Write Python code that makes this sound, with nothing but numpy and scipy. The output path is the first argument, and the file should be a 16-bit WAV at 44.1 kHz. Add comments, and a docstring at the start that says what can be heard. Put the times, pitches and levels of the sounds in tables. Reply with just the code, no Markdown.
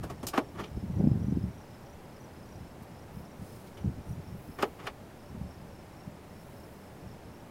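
"""Breeze over a pasture

Light gusts buffet a hand-held microphone, their eddies passing as soft thumps of pressure.
Close by, dry scuffs and knocks, likely of the hand, ring the modes of its hollow housing.
Behind them the air murmurs, grass blades swish together and insects chirp in short falling pulses."""
import sys
import numpy as np
from scipy import signal
from scipy.fft import rfft, irfft
from scipy.io import wavfile
from scipy.ndimage import uniform_filter1d

SR = 44100
rng = np.random.default_rng(int(sys.argv[2]) if len(sys.argv) > 2 else 0)


def bounce(signal):
    """Save signal as a 16-bit WAV file at the path given by the first command-line argument."""
    frames = np.transpose(np.atleast_2d(signal))
    limited = np.clip(frames, -1, 1)
    pcm = np.round(limited * 32767).astype(np.int16)
    wavfile.write(sys.argv[1], SR, pcm)


N = 330750
T = np.arange(N) / SR


def from_db(db):
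    """Amplitude ratio of a level in decibels."""
    return 10 ** (np.asarray(db) / 20)


def rms_one(x):
    """Normalisation to an rms of 1."""
    return x / np.sqrt(np.mean(x ** 2) + 1e-20)


def evened(x, span_s):
    """Division by the running rms flattens a signal's envelope."""
    return x / np.sqrt(uniform_filter1d(x ** 2, max(int(span_s * SR), 3)) + 1e-12)


def drift(corner_hz):
    """Low-passed noise gives a slow random modulation of unit spread."""
    step, settle = 40, 2000
    r = np.exp(-2 * np.pi * corner_hz * step / SR)
    slow = signal.lfilter([1], [1, -2 * r, r * r], rng.standard_normal(N // step + settle + 2))[settle:]
    return np.interp(np.arange(N) / step, np.arange(len(slow)), rms_one(slow))


def noise(spectrum):
    """Spectral shaping colours white noise; the result has an rms of 1."""
    points, hz = np.array(spectrum), np.arange(N // 2 + 1) * SR / N
    level_db = np.interp(np.log(hz + 1), np.log(points[:, 0]), points[:, 1])
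    return rms_one(irfft(rfft(rng.standard_normal(N)) * from_db(level_db) * (hz > 12), N))


def band(x, low_hz, high_hz):
    """A causal band-pass filter."""
    edges_hz = [low_hz, min(high_hz, .45 * SR)]
    return signal.sosfilt(signal.butter(3, edges_hz, "band", fs=SR, output="sos"), x)


def resonance(x, hz, width_hz):
    """A damped two-pole resonator with unit peak gain."""
    r = np.exp(-np.pi * width_hz / SR)
    feedback = [1, -2 * r * np.cos(2 * np.pi * hz / SR), r * r]
    return signal.lfilter(np.array([1, 0, -1]) * (1 - r * r) / 2, feedback, x)


def strokes(times, levels_db, rises, t60s, hold=0.98):
    """Envelopes of incoherent strokes add in power; a hold above 1 makes each decay late and abrupt."""
    power = np.zeros(N)
    for s, level_db, rise, t60 in zip(times, levels_db, rises, t60s):
        near = slice(max(int((s - 3 * rise) * SR), 0), int((s + t60) * SR))
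        age = T[near] - s
        shape = np.exp(np.where(age < 0, -(age / rise) ** 2, -np.log(1000) * np.abs(age / t60) ** hold))
        power[near] += (from_db(level_db) * shape) ** 2
    return np.sqrt(power)


def air(murmur_db=-50, drone_hz=585, drone_width_hz=18, drone_db=-65):
    """Broadband noise is the murmur of open country; a narrow band is heard as a faint, far drone."""
    # Each row: frequency in Hz, relative spectral density in dB.
    murmur_spectrum = [(20, 3.5), (40, -8), (80, -1.5), (200, 1), (350, -1.5), (600, -5.5), (850, -6.5),
                       (1150, -12.5), (2200, -18.5), (3500, -25), (4500, -26.5), (7000, -29.5),
                       (12000, -31), (16000, -34)]
    drone = rms_one(resonance(rng.standard_normal(N), drone_hz, drone_width_hz))
    return from_db(murmur_db) * noise(murmur_spectrum) + from_db(drone_db) * drone


def airflow(lull_db=-54, gust_gain_db=1.0):
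    """A steady breeze, light puffs and one gust add in power to give the strength of the wind."""
    # Each row: time in seconds, level of the gust in dB before its gain.
    gust_contour = [(0.87, -51), (0.904, -36), (0.964, -30.5), (0.996, -19.5), (1.072, -26), (1.24, -29),
                    (1.268, -37), (1.448, -31), (1.62, -66)]
    # Each row: centre in seconds, level in dB, half length in seconds.
    puffs = [(0.03, -42, 0.11), (0.203, -46, 0.1), (0.61, -45, 0.093), (0.758, -32.5, 0.035),
             (0.847, -32, 0.016), (2.599, -42.5, 0.048), (2.801, -43.5, 0.026), (3.165, -47, 0.078),
             (3.424, -39, 0.029), (3.869, -31.5, 0.04), (3.956, -39.5, 0.053), (4.102, -37, 0.034),
             (4.192, -35.5, 0.019), (4.332, -40, 0.063), (4.496, -39, 0.014), (5.4, -39.5, 0.073),
             (5.707, -51.5, 0.15), (6.094, -45, 0.049), (7.076, -44.5, 0.038)]
    gust = from_db(gust_gain_db + np.interp(T, *np.transpose(gust_contour), left=-np.inf, right=-np.inf))
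    power = from_db(lull_db) ** 2 + gust ** 2
    for s, level_db, half_s in puffs:
        bell = np.exp(-np.minimum(((T - s) / half_s) ** 2, 50))
        power += (from_db(level_db) * bell) ** 2
    return uniform_filter1d(np.sqrt(power), SR // 100)


def wind(lumpy_db=3.0, ceiling_db=-30, flutter_db=-33.5, flutter_growth=1.72, shedding=2.5, port_hz=56):
    """Turbulence at the microphone makes a lumpy rumble, single thumps and a fast flutter."""
    # Large eddies, then small ones. Each row: frequency in Hz, relative spectral density in dB.
    buffet_spectrum = [(20, -41), (45, -8), (80, 4), (120, 1.5), (190, -1.5), (280, -16), (420, -20.5),
                       (700, -51), (1400, -75)]
    flutter_spectrum = [(150, -6), (300, 27.5), (420, 15.5), (600, 6.5), (850, 1), (1200, -58), (2000, -56)]
    flow = airflow()
    limited_flow = flow / np.hypot(1, flow / from_db(ceiling_db))
    rumble = limited_flow * from_db(lumpy_db * drift(16.7)) * evened(noise(buffet_spectrum), 0.0294)
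    pressure, rims = eddy_pulses(thumps() + small_eddies(flow))
    # Faster air sheds smaller eddies, most of all at the rims of quick, strong ones.
    stir = (flow * np.hypot(flow, shedding * rims)) ** (flutter_growth / 2)
    stir /= np.sqrt(uniform_filter1d(stir ** 2, SR // 10).max())
    flutter = from_db(flutter_db) * stir * evened(noise(flutter_spectrum), 0.0057)
    return rumble + band(pressure, port_hz, 3300) + flutter


def eddy_pulses(passing, gain_db=-3.5, width_cycles=0.65, cusp_s=0.00063, cusp_db=-23):
    """Each passing eddy is one pointed swing of pressure; returns the pressure and the rims' strength."""
    pressure, rims = np.zeros(N), np.zeros(N)
    for (s, level_db, hz), phase in zip(passing, rng.uniform(0, 2 * np.pi, len(passing))):
        near = slice(int(s * SR) - SR // 20, int(s * SR) + SR // 20)
        age = T[near] - s
        cycles, quickness = age * hz, (hz / 200) ** 2
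        swell = from_db(level_db + gain_db) / np.cosh(2 * cycles / width_cycles)
        cusp = from_db(cusp_db) * quickness * np.exp(-np.abs(age) / cusp_s) * np.sign(np.cos(phase))
        pressure[near] += swell * (np.cos(2 * np.pi * cycles + phase) + cusp)
        rims[near] += swell * quickness
    return pressure, rims


def small_eddies(flow, size_db=3.5, centre_hz=175, spread_octaves=0.11, count=220):
    """Convection carries eddies past at uneven intervals, their strength in proportion to the flow."""
    times = np.linspace(.1, T[-1] - .1, count) + rng.uniform(-.5, .5, count) * T[-1] / count
    levels_db = 20 * np.log10(np.interp(times, T, flow)) + size_db
    octaves = spread_octaves * rng.standard_normal((count, 2))[:, 1]
    return list(zip(times, levels_db, centre_hz * 2 ** octaves))


def thumps(lag_s=0.0119, flank_db=-9.5, jitter_s=0.0021):
    """A strong eddy, flanked by two weaker ones, is heard as a single thump of pressure."""
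    # Each row: time in seconds, relative peak level in dB, frequency in Hz.
    strong_eddies = [(0.839, -23.5, 196), (1.002, -14.5, 175), (1.042, -6.5, 210), (1.074, -7, 195),
                     (1.117, -12, 147), (1.157, -15, 170), (1.285, -14, 187), (1.325, -13, 188),
                     (1.373, -14, 215), (1.44, -20.5, 160), (3.859, -22.5, 192), (5.415, -22, 140),
                     (6.078, -28, 159)]
    flanks = [(s + side * lag_s + jitter_s * rng.standard_normal(), level_db + flank_db, hz)
              for s, level_db, hz in strong_eddies for side in (-1, 1)]
    return list(strong_eddies) + flanks


def contacts(drag_lead_s=0.011, crack_lead_s=0.0034, snap_s=.269, snap_db=-33, rattle_lag_s=0.0153):
    """Friction and impact excite the housing: three knocks, light scuffs and a snap with its rattle."""
    # Each row: time of the blow in seconds, level in dB, extra thud in dB, clack frequency in Hz,
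    # drag length in seconds, touch level in dB, crack level in dB.
    blows = [(0.379, -25.5, 5.5, 1150, 0.0385, -33.5, -46), (4.6304, -27.5, 5, 1230, 0.039, -39.5, -29.5),
             (4.874, -33, -6.5, 1590, .072, -48, -40)]
    # A blow lands, then settles. Each row: delay in seconds, thud, clack and tick offsets in dB,
    # rise and 60 dB decay times in seconds, clack frequency ratio.
    landing = [(0, 2, 1, -19, .0028, .075, 1), (0.019, -14, -42, -43, .0025, 0.18, 0.72)]
    # Each row: time in seconds, clack, thud and tick levels in dB, rise in seconds, clack in Hz.
    scuffs = [(0.039, -43.5, -37.5, -52, 0.008, 1190), (0.103, -42.5, -37.5, -53, 0.0051, 1240),
              (0.231, -42.5, -33.5, -50.5, 0.0012, 1110), (0.559, -51, -45.5, -76, .011, 1200),
              (0.605, -38.5, -37.5, -56.5, 0.02, 1120), (0.643, -46, -44.5, -63, 0.0069, 2720),
              (3.776, -52, -49, -64, .004, 2760)]
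    # Each row: time in seconds, thud, clack and tick in dB, rise and decay in seconds, clack in Hz.
    rows = []
    for s, db, heavy_db, hz, drag_s, touch_db, crack_db in blows:
        # A touch, a drag and a crack as the contact breaks loose lead up to the blow.
        rows.append((s - drag_s, touch_db, touch_db, touch_db - 20, 0.15 * drag_s, 0.11, hz))
        rows.append((s - drag_lead_s, db - 13, db - 17.5, db - 29.5, 0.52 * drag_s, 0.11, hz))
        rows.append((s - crack_lead_s, crack_db - 13, crack_db, crack_db - 11, 0.0034, 0.022, 2600))
        for delay, thud_db, clack_db, tick_db, rise, t60, ratio in landing:
            levels_db = db + heavy_db + thud_db, db + clack_db, db + tick_db
            rows.append((s + delay, *levels_db, rise, t60, hz * ratio))
    for s, clack_db, thud_db, tick_db, rise, hz in scuffs:
        rows.append((s, thud_db, clack_db, tick_db, rise, 0.12, hz))
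    for s, db in (snap_s, snap_db), (snap_s + rattle_lag_s, snap_db - 6):
        rows.append((s, db - 8, db - 8, db, 0.001, 0.1, 3050))
    return rows


def housing(slips_per_s=9000, direct_db=-29, mode_spread_db=1.0):
    """A crush of tiny frictional slips drives the resonant modes of a small hollow body."""
    # Each row: mode frequency in Hz, bandwidth in Hz, relative level in dB.
    modes = [(289, 88, 3), (411, 61, 5.5), (518, 110, -0.5), (643, 165, -0.5), (815, 160, -2),
             (1144, 66, -0.5), (1270, 47, -2), (1390, 150, -7), (1820, 210, -10.5), (2300, 270, -10.5),
             (3010, 410, -14.5), (3720, 370, -12.5), (3960, 1200, -19.5), (5110, 100, -12.5),
             (5380, 370, -23.5), (7040, 920, -19), (8300, 1000, -24.5), (11100, 2600, -21),
             (13600, 4000, -42.5)]
    slipping = rng.random(N) < slips_per_s / SR
    slips = slipping * rng.standard_normal(N) * from_db(-rng.standard_normal(N))
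    body = from_db(direct_db) * slips
    for k, (hz, width_hz, level_db) in enumerate(modes):
        mode_rms = slips.std() * np.sqrt(np.pi * width_hz / SR)
        ringing = mode_rms * evened(resonance(slips, hz, width_hz), 0.073)
        body += (-1) ** k * from_db(level_db + mode_spread_db * drift(20)) * ringing
    return body


def knocks(thud_lag_s=0.0035, clack_width_hz=1500):
    """Each contact starts a damped vibration: a high tick and a clack, then a low thud just after."""
    s, thud_db, clack_db, tick_db, rise, t60, clack_hz = np.transpose(contacts())
    body = housing()
    thud = evened(band(body, 205, 750), 0.0043) * strokes(s + thud_lag_s, thud_db, rise, t60, hold=0.93)
    tick = evened(band(body, 4560, 14500), 0.0018) * strokes(s, tick_db, rise, 0.96 * t60)
    middle, clack = band(body, 550, 6300), np.zeros(N)
    for k, hz in enumerate(clack_hz):  # a harder contact favours higher modes
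        near = slice(max(int(s[k] * SR) - SR // 10, 0), int(s[k] * SR) + SR // 2)
        envelope = strokes([s[k]], [clack_db[k]], [rise[k]], [t60[k]])[near]
        clack[near] += envelope * evened(resonance(middle[near], hz, clack_width_hz), 0.022)
    return thud + clack + tick


def near_chirps(wander_hz=40, uneven_db=0.2):
    """Two insects, one high and one low, chirp periodically in bouts, no two chirps quite alike."""
    # Each row: first chirp, last chirp and nominal period in seconds, pitch in Hz, relative level in dB.
    bouts = [(0.575, 2.457, .31, 5820, -60.5), (2.925, 3.22, .31, 5820, -64.5),
             (3.748, 4.026, .31, 5850, -60.5), (0.115, 0.385, .26, 5480, -63),
             (0.7, 1.642, .3, 5250, -63.5), (2.06, 3.43, .26, 5260, -63.5), (4.212, 4.452, .26, 5400, -63),
             (5.195, 5.937, .26, 5440, -61.5), (6.3, 7.25, .26, 5380, -62.5)]
    return [(s, hz + wander_hz * rng.standard_normal(), level_db - uneven_db * rng.standard_normal())
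            for first, last, period, hz, level_db in bouts
            for s in np.linspace(first, last, round((last - first) / period) + 1)]


def stridulation(chirps, period_s=.034, half_stroke_s=.006, fall_hz_per_s=33000,
                 first_db=-6, first_flat_hz=170, uneven_db=2.0, jitter_s=0.0014, stray_hz=35):
    """Stridulation: four wing strokes a chirp, each a falling tone pulse, the first weak and flat."""
    out = np.zeros(N)
    for (s, hz, chirp_db), chance in zip(chirps, rng.standard_normal((len(chirps), 4, 3))):
        for k, (louder, later, sharper) in enumerate(chance):
            centre = s + k * period_s + jitter_s * later
            near = slice(max(int(centre * SR) - SR // 20, 0), int(centre * SR) + SR // 20)
            age, starting = T[near] - centre, np.exp(-k * k)
            pitch_hz = hz + stray_hz * sharper - first_flat_hz * starting
            cycles = pitch_hz * age - fall_hz_per_s * age ** 2 / 2
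            gain = from_db(chirp_db + first_db * starting + uneven_db * louder)
            out[near] += gain * np.exp(-(age / half_stroke_s) ** 2) * np.sin(2 * np.pi * cycles)
    return out


def insects(near_gain_db=-1, far_db=-71, far_hz=5250, spread_hz=160, count=30, haze_gain=.6, haze_s=.022):
    """Scattering by the grass adds a short haze to the near insects and a far chorus."""
    far_s = (np.arange(count) + rng.random(count)) * T[-1] / count
    far_chirps = np.transpose([far_s, rng.normal(far_hz, spread_hz, count), np.full(count, far_db)])
    song = from_db(near_gain_db) * stridulation(near_chirps()) + stridulation(far_chirps)
    scatter = rng.standard_normal(SR // 10) * np.exp(-T[:SR // 10] / haze_s)
    return song + haze_gain * signal.fftconvolve(song, scatter / np.linalg.norm(scatter))[:N]


def grass(rustle_db=.8, crackle_db=2.0, decay_per_rise=3.4):
    """Friction between brushing blades gives swishes of faint, high, grainy hiss."""
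    # Each row: frequency in Hz, relative spectral density in dB.
    hiss_spectrum = [(2000, 2), (4000, 15), (7000, -1), (10000, 2), (13000, -2), (16000, 0)]
    # Each row: time of the peak in seconds, level in dB, rise in seconds, lower band edge in Hz.
    swishes = [(2.829, -57, .006, 6500), (3.175, -63.5, .048, 10500), (3.53, -61.5, 0.14, 6500),
               (3.675, -65, .012, 4000), (4.105, -64, .04, 8000), (4.52, -64, 0.22, 10500),
               (6.6, -67, .27, 9020)]
    hiss = noise(hiss_spectrum) * from_db(rustle_db * drift(30) + crackle_db * drift(250))
    out = np.zeros(N)
    for s, level_db, rise, edge_hz in swishes:
        t60 = decay_per_rise * rise
        near = slice(max(int((s - 3 * rise) * SR), 0), int((s + t60) * SR))
        envelope = strokes([s], [level_db], [rise], [t60], hold=2)[near]
        out[near] += envelope * rms_one(band(hiss[near], edge_hz, SR / 2))
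    return out


def scene():
    """Superposition: the pressures of all sources add at one microphone."""
    return (air() + wind() + knocks() + grass() + insects())[None]


def record(dry, cutoff_hz=15800):
    """A steep low-pass filter removes the highest treble."""
    return signal.sosfilt(signal.ellip(10, .2, 70, cutoff_hz, fs=SR, output="sos"), dry)


dry = scene()
out = record(dry)
bounce(out)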